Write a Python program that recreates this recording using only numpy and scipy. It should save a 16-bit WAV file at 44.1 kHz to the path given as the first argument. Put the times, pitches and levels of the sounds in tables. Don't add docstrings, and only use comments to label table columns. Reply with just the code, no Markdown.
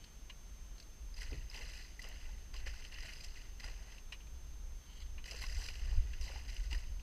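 import sys
import numpy as np
from scipy import signal
from scipy.fft import rfft, irfft, next_fast_len
from scipy.io import wavfile
from scipy.ndimage import uniform_filter1d, map_coordinates

SR = 44100
rng = np.random.default_rng(int(sys.argv[2]) if len(sys.argv) > 2 else 0)


def dump_mix(stems):
    frames = np.atleast_2d(stems).T
    limited = np.clip(frames, -1, 1)
    pcm = np.round(limited * 32767).astype(np.int16)
    wavfile.write(sys.argv[1], SR, pcm)


N = 309582


def amp(db):
    return 10 ** (np.asarray(db) / 20)


def unit(x):
    return x / np.sqrt(np.mean(x ** 2) + 1e-20)


def clock(count):
    return np.arange(count) / SR


def wobble(rate):
    return map_coordinates(rng.standard_normal(int(N * rate / SR) + 4), [clock(N) * rate])


def swell(start_s, attack_s, hold_s, t60_s):
    t = clock(N) - start_s
    return np.clip(t / attack_s, 0, 1) * amp(-60 * np.clip((t - attack_s - hold_s) / t60_s, 0, 2))


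def filtered(x, response):
    size = next_fast_len(len(x) + 4096)
    return irfft(rfft(x, size) * response(np.fft.rfftfreq(size, 1 / SR)), size)[:len(x)]


def coloured(x, points):
    hz, db = np.transpose(points)
    return filtered(x, lambda f: amp(np.interp(np.log(f + 1), np.log(hz), db)))


def resonate(x, modes):
    return filtered(x, lambda f: sum(amp(db) * 1j * f * width / (hz * hz - f * f + 1j * f * width)
                                     for hz, width, db in modes))


def band(x, edge_hz, kind, order):
    sections = signal.butter(order, np.clip(edge_hz, 1, SR / 2 - 1), kind, fs=SR, output="sos")
    return signal.sosfilt(sections, x)


def noise_burst(t, t60_s):
    return rng.standard_normal(len(t)) * amp(-60 * t / t60_s)


def add(track, start_s, sound, level_db):
    power = uniform_filter1d(sound ** 2, 88).max()
    part = track[max(round(start_s * SR), 0):][:len(sound)]
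    part += amp(level_db) * sound[:len(part)] / np.sqrt(power + 1e-20)


# time_s, level_db
WIND = [(0, -55), (1.1, -50), (2.7, -47.5), (4.2, -49.5), (5.25, -48), (5.5, -40), (6.75, -40),
        (7.02, -44.5)]
# centre_s, rise_db, half_length_s
GUSTS = [(1.36, 10, .11), (4.607, 4.5, 0.13), (5.556, 4.5, .04), (5.979, 9.5, 0.045), (6.781, 7, 0.013)]
# frequency_hz, relative_db
BUFFET_SPECTRUM = [(10, -22), (20, 2), (32, -2.5), (48, -2), (58, -6.5), (72, -29.5), (150, -48.5),
                   (400, -100)]
HANDLING_SPECTRUM = [(35, -6), (55, 4), (66, 4), (80, -5.5), (100, -10), (130, -21), (180, -48),
                     (400, -44.5), (1000, -100)]
def wind_rumble():
    t = clock(N)
    gusts_db = sum(db * np.exp(-((t - centre_s) / half_s) ** 2) for centre_s, db, half_s in GUSTS)
    flutter_db = 1.43 * wobble(rate=7)
    wind_db = np.interp(t, *np.transpose(WIND)) + gusts_db + flutter_db
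    calm_db = -50
    handling_db = -58.5 + 1.23 * (wind_db - calm_db)
    buffeting = amp(wind_db) * unit(coloured(rng.standard_normal(N), BUFFET_SPECTRUM))
    handling = amp(handling_db) * unit(coloured(rng.standard_normal(N), HANDLING_SPECTRUM))
    return buffeting + handling


# frequency_hz, relative_db
HISS_SPECTRUM = [(60, 6), (150, 7.5), (300, 0.5), (600, -4.5), (1200, -7), (2200, -9), (2900, -8),
                 (4000, -11), (6000, -9.5), (7300, -16), (8600, -15.5), (9500, -18.5), (13500, -18.5),
                 (15000, -22.5)]
def microphone_hiss():
    return amp(-63) * unit(coloured(rng.standard_normal(N), HISS_SPECTRUM))


def camera_whine(pitch_hz=6308.7, frame_hz=29.97):
    phase = 2 * np.pi * pitch_hz * (clock(N) % (1 / frame_hz))
    return np.sqrt(2) * (amp(-68) * np.sin(phase) + amp(-85.5) * np.sin(2 * phase))


# start_s, relative_db, attack_s, hold_s, t60_s
RUBS = [(0, -63, 0.0072, 0.025, .5), (0.734, -72, .04, .04, .2), (4.798, -60.5, 0.11, 0.11, 0.45)]
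# frequency_hz, relative_db
RUB_SPECTRUM = [(1000, -36), (2000, 2.5), (2600, -5), (3050, 10), (3600, -6), (4400, 0.5), (5100, -6),
                (5600, -19), (6900, -11), (7500, -9), (8500, -22), (15000, -30)]
def line_rubs():
    slips = rng.standard_normal(N) * amp(3.5 * wobble(rate=110))
    strokes = sum(amp(db) * swell(start_s, *shape) for start_s, db, *shape in RUBS)
    return amp(-3.5) * strokes * unit(coloured(slips, RUB_SPECTRUM))


# start_s, relative_db
REEL_TICKS = [(0.041, -46), (0.781, -48), (0.8, -43), (0.825, -50.5), (5.0035, -46)]
# pitch_hz, width_hz, gain_db
REEL_MODES = [(2900, 740, -4), (4310, 430, 3), (4770, 460, -7), (7200, 470, -23)]
def reel_ticks():
    out, t = np.zeros(N), clock(8192)
    for start_s, db in REEL_TICKS:
        ring = resonate(noise_burst(t, t60_s=0.04), REEL_MODES)
        add(out, start_s, band(ring, 7000, "low", order=2), db - 8)
    return out


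# start_s, relative_db, t60_s, cutoff_hz
KNOCKS = [(0.297, -42.5, 0.067, 5060), (4.122, -37.5, 0.086, 6300), (4.205, -54, 0.09, 4000),
          (4.268, -58, .06, 6000), (5.18, -46.5, 0.1, 2400)]
# pitch_hz, width_hz, gain_db
TACKLE_MODES = [(1160, 210, -3), (2010, 210, 2), (2490, 260, 8), (2750, 200, 1), (2860, 180, 6),
                (3960, 110, 4), (5100, 400, -10), (5900, 620, -26), (7400, 410, -31)]
def tackle_knocks():
    out, t = np.zeros(N), clock(8192)
    for start_s, db, t60_s, cutoff_hz in KNOCKS:
        chatter = noise_burst(np.maximum(t - 0.005, 0), t60_s)
        ring = resonate(chatter, TACKLE_MODES)
        add(out, start_s, band(ring, cutoff_hz, "low", order=2), db - 5.5)
    return out


# pitch_hz, width_hz, gain_db
HOUSING_MODES = [(960, 530, -11), (1490, 89, -6.5), (2036, 220, 0.5), (2738, 470, 2.5), (2926, 106, -4.5),
                 (4240, 600, -3.5), (4893, 200, 4.5), (5640, 390, -4), (6060, 190, -2.5), (7460, 270, -4),
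                 (9900, 2400, -13.5), (13100, 3800, -10)]
def housing(x):
    return band(resonate(x, HOUSING_MODES), 6200, "low", order=1) + amp(-22) * x


def bubble(t, pitch_hz, t60_s, rise):
    phase = 2 * np.pi * pitch_hz * t * (1 + rise * t / t60_s / 2)
    return np.sin(phase) * amp(-60 * t / t60_s)


# start_s, relative_db, pitch_hz
PLINKS = [(1.141, -40, 4900), (1.409, -44.5, 2700), (1.499, -34, 5040), (1.993, -30, 1964),
          (2.739, -39.5, 1500), (3.168, -39, 4950), (3.207, -37, 4870), (3.372, -39, 1950),
          (5.438, -31.5, 2070), (6.28, -36, 1980), (6.748, -31, 1834), (6.778, -38, 4940)]
def drop_plinks():
    out, t = np.zeros(N), clock(4096)
    for start_s, db, pitch_hz in PLINKS:
        impact = 0.48 * noise_burst(t, t60_s=0.066)
        ring = bubble(t, pitch_hz, t60_s=0.024, rise=0.088)
        onset = 1 - np.exp(-t / 0.00021)
        add(out, start_s, housing((ring + impact) * onset), db - 14)
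    return out


def bubble_stream(per_second, low_hz, high_hz, cycles, spread_db, samples):
    when, pitch, strength = rng.random((int(per_second * N / SR), 3)).T[:, :, None]
    pitch_hz = low_hz * (high_hz / low_hz) ** pitch
    gain = amp(-spread_db * np.log(np.maximum(strength, 0.02)))
    rings = gain * bubble(clock(samples), pitch_hz, t60_s=cycles / pitch_hz, rise=0.66)
    positions = (when * N).astype(int) + np.arange(samples)
    return unit(np.bincount(positions.ravel(), rings.ravel(), N)[:N])


# start_s, splash_db, spray_db, gulp_db, hold_s, t60_s
THRASHES = [(1.161, -58.5, -56, -77, 0.013, .4), (1.204, -53.5, -55.5, -65, 0.019, 0.4),
            (1.301, -61, -63.5, -68, 0.0083, 0.79), (1.507, -60, -62, -70, .015, .3),
            (1.537, -53.5, -55, -59.5, 0.057, 0.63), (1.673, -59, -59, -74, 0.13, 0.64),
            (2.031, -56.5, -62, -60, 0.019, 0.53), (2.125, -63, -66.5, -77, 0.13, 0.93),
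            (2.532, -57, -61, -68, .02, 0.61), (2.657, -54, -57.5, -68, .015, .3),
            (2.728, -62, -63.5, -72, 0.13, 0.28), (2.913, -56.5, -62.5, -70, 0.061, .5),
            (3.022, -54, -57, -66.5, 0.037, 0.58), (3.1, -63.5, -62, -76, 0.15, 0.86),
            (3.23, -67, -55, -76, .012, .1), (3.338, -59, -63, -74, 0.035, 0.59),
            (3.592, -56, -58.5, -71, .005, 0.14), (3.628, -56.5, -58.5, -63, 0.032, 0.55),
            (3.766, -66, -69, -71.5, 0.18, 0.32), (5.253, -56.5, -55.5, -67, 0.044, 0.48),
            (5.31, -55, -56, -64, 0.071, 0.46), (5.406, -54.5, -53, -63.5, 0.018, 0.55),
            (5.491, -57, -56.5, -68.5, 0.13, 0.68), (5.574, -56.5, -54, -63.5, 0.059, 0.91),
            (5.779, -61, -64, -69, 0.14, 1.5), (6.126, -57.5, -62.5, -84, 0.0043, 0.34),
            (6.206, -61.5, -56, -65.5, 0.044, 0.34), (6.257, -58, -60.5, -63.5, 0.1, 0.63),
            (6.476, -60, -59, -72, 0.04, 1.46), (6.712, -58.5, -59, -64, 0.027, 0.67)]
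# frequency_hz, relative_db
GULP_SPECTRUM = [(120, 2), (300, -5.5), (500, -8.5), (750, -5.5), (1000, -3.5), (1300, -9.5), (2000, -9),
                 (5000, -60)]
def thrashing(attack_s=0.0072):
    power = np.zeros((3, N))
    for start_s, splash_db, spray_db, gulp_db, hold_s, t60_s in THRASHES:
        sheet = swell(start_s, attack_s, hold_s, t60_s)
        pockets = swell(start_s, attack_s, hold_s, 0.81 * t60_s)
        power[0] += (amp(splash_db) * sheet) ** 2
        power[1] += (amp(spray_db) * sheet) ** 2
        power[2] += (amp(gulp_db) * pockets) ** 2
    splash, spray, gulp = np.sqrt(power)
    violence = np.clip(spray / amp(-47), 0, 1)
    froth = 0.32 + 0.43 * violence
    foam = np.sqrt(froth) * rng.standard_normal((3, N))
    clumps = amp(1.7 * wobble(rate=140))
    streams = np.array([
        bubble_stream(per_second=800, low_hz=1408, high_hz=3546, cycles=45, spread_db=1, samples=768),
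        bubble_stream(per_second=1100, low_hz=3646, high_hz=10520, cycles=43, spread_db=0, samples=256),
        bubble_stream(per_second=350, low_hz=390, high_hz=1367, cycles=17, spread_db=1, samples=1400)])
    coarse, fine, deep = np.sqrt(1 - froth) * streams + foam
    coarse = unit(band(housing(clumps * coarse), [1250, 3600], "band", order=3))
    fine = unit(band(housing(clumps * fine), 3000, "high", order=4))
    deep = unit(coloured(deep, GULP_SPECTRUM))
    fizz = unit(band(rng.standard_normal(N), [8500, 14000], "band", order=2))
    mist = amp(-16) * violence * spray * fizz
    return splash * coarse + amp(0.5) * spray * fine + amp(1) * gulp * deep + mist


# start_s, relative_db, pitch_hz, length_s
SLAPS = [(1.168, -46, 4670, 0.0043), (1.209, -42, 5020, .004), (1.229, -39, 4890, 0.005),
         (1.329, -40, 2480, 0.0044), (1.556, -54, 2130, 0.0036), (1.573, -42, 2820, 0.0081),
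         (2.017, -41.5, 4610, 0.014), (2.041, -38.5, 2840, 0.003), (2.541, -40.5, 4630, 0.0027),
         (2.564, -41, 4630, 0.0037), (2.671, -35.5, 1680, .009), (2.848, -39.5, 2970, 0.0096),
         (2.922, -41.5, 2720, .005), (2.984, -38.5, 2000, 0.0045), (3.005, -38.5, 5100, .004),
         (3.09, -39, 2020, .008), (3.133, -40, 4780, .006), (3.243, -38, 4900, 0.0068),
         (3.598, -41.5, 1880, .003), (3.64, -37, 4710, 0.013), (3.684, -41, 1760, 0.0083),
         (3.921, -46.5, 3100, 0.0061), (3.981, -43.5, 2640, 0.0061), (5.241, -40, 2890, 0.0024),
         (5.31, -33.5, 5000, 0.0094), (5.423, -35.5, 2020, 0.0075), (5.465, -39, 5000, .006),
         (5.686, -31.5, 2340, 0.0027), (5.754, -39.5, 2730, .004), (6.134, -41.5, 2680, .005),
         (6.211, -41, 5470, .004), (6.491, -42.5, 2030, .004), (6.565, -36.5, 2760, .004),
         (6.71, -39, 2710, 0.0088), (6.727, -30.5, 2715, 0.0056), (6.995, -48, 2430, 0.0073)]
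def tail_slaps(yield_s=0.0009):
    out, t = np.zeros(N), clock(4096)
    for start_s, db, pitch_hz, length_s in SLAPS:
        envelope = np.exp(-(t / length_s) ** 2) + 0.22 * amp(-60 * t / 0.12)
        envelope *= 1 - np.exp(-t / yield_s)
        burst = rng.standard_normal(len(t)) * envelope
        droplets = resonate(burst, [(pitch_hz, 1.2 * pitch_hz, 0)]) + 0.035 * burst
        ping = envelope * bubble(t, pitch_hz, t60_s=0.031, rise=0.32)
        add(out, start_s, unit(housing(droplets)) + 0.8 * unit(housing(ping)), db - 9)
    return out


# start_s, relative_db, pitch_hz
PLOPS = [(1.185, -54, 950), (2.291, -53.5, 830), (2.545, -49.5, 1025), (2.666, -47, 533), (3.048, -49, 620),
         (3.64, -47, 1390), (5.32, -48, 640), (5.342, -44, 466), (5.438, -42, 1044), (5.927, -54, 397),
         (6.3, -46.5, 520), (6.357, -44.5, 820), (6.72, -48.5, 900), (6.725, -44, 281)]
def cavity_plops():
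    out, t = np.zeros(N), clock(4096)
    for start_s, db, pitch_hz in PLOPS:
        slosh = unit(coloured(rng.standard_normal(len(t)), GULP_SPECTRUM) * amp(-60 * t / 0.053))
        ring = unit(bubble(t, pitch_hz, t60_s=0.056, rise=0.26))
        onset = 1 - np.exp(-t / 0.00088)
        add(out, start_s, (ring + 0.83 * slosh) * onset, db - 6)
    return out


def hull_bump(start_s, knock_db, boom_db):
    out, t = np.zeros(N), clock(16384)
    knock = band(rng.standard_normal(len(t)), [200, 416], "band", order=2) * amp(-60 * t / 0.14)
    boom = band(rng.standard_normal(len(t)), [55, 148], "band", order=3) * amp(-60 * t / 0.31)
    add(out, start_s, knock, knock_db)
    add(out, start_s + 0.008, boom, boom_db)
    return out


# start_s, relative_db
PATTER = [(2.027, -48), (2.088, -45), (5.427, -44), (6.544, -51)]
def drop_patter():
    out, t = np.zeros(N), clock(1024)
    for start_s, db in PATTER:
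        tick = noise_burst(t, t60_s=0.0063)
        add(out, start_s, band(housing(tick) + 0.02 * tick, 7000, "high", order=4), db - 6)
    return out


def scene():
    hull = hull_bump(start_s=1.321, knock_db=-47, boom_db=-42.5)
    water = thrashing() + tail_slaps() + drop_plinks() + cavity_plops() + drop_patter()
    tackle = tackle_knocks() + reel_ticks() + line_rubs()
    background = wind_rumble() + microphone_hiss() + camera_whine()
    return (background + tackle + water + hull)[None]


def record(dry):
    return np.array([filtered(channel, lambda hz: hz < 15400) for channel in dry])


dry = scene()
out = record(dry)
dump_mix(out)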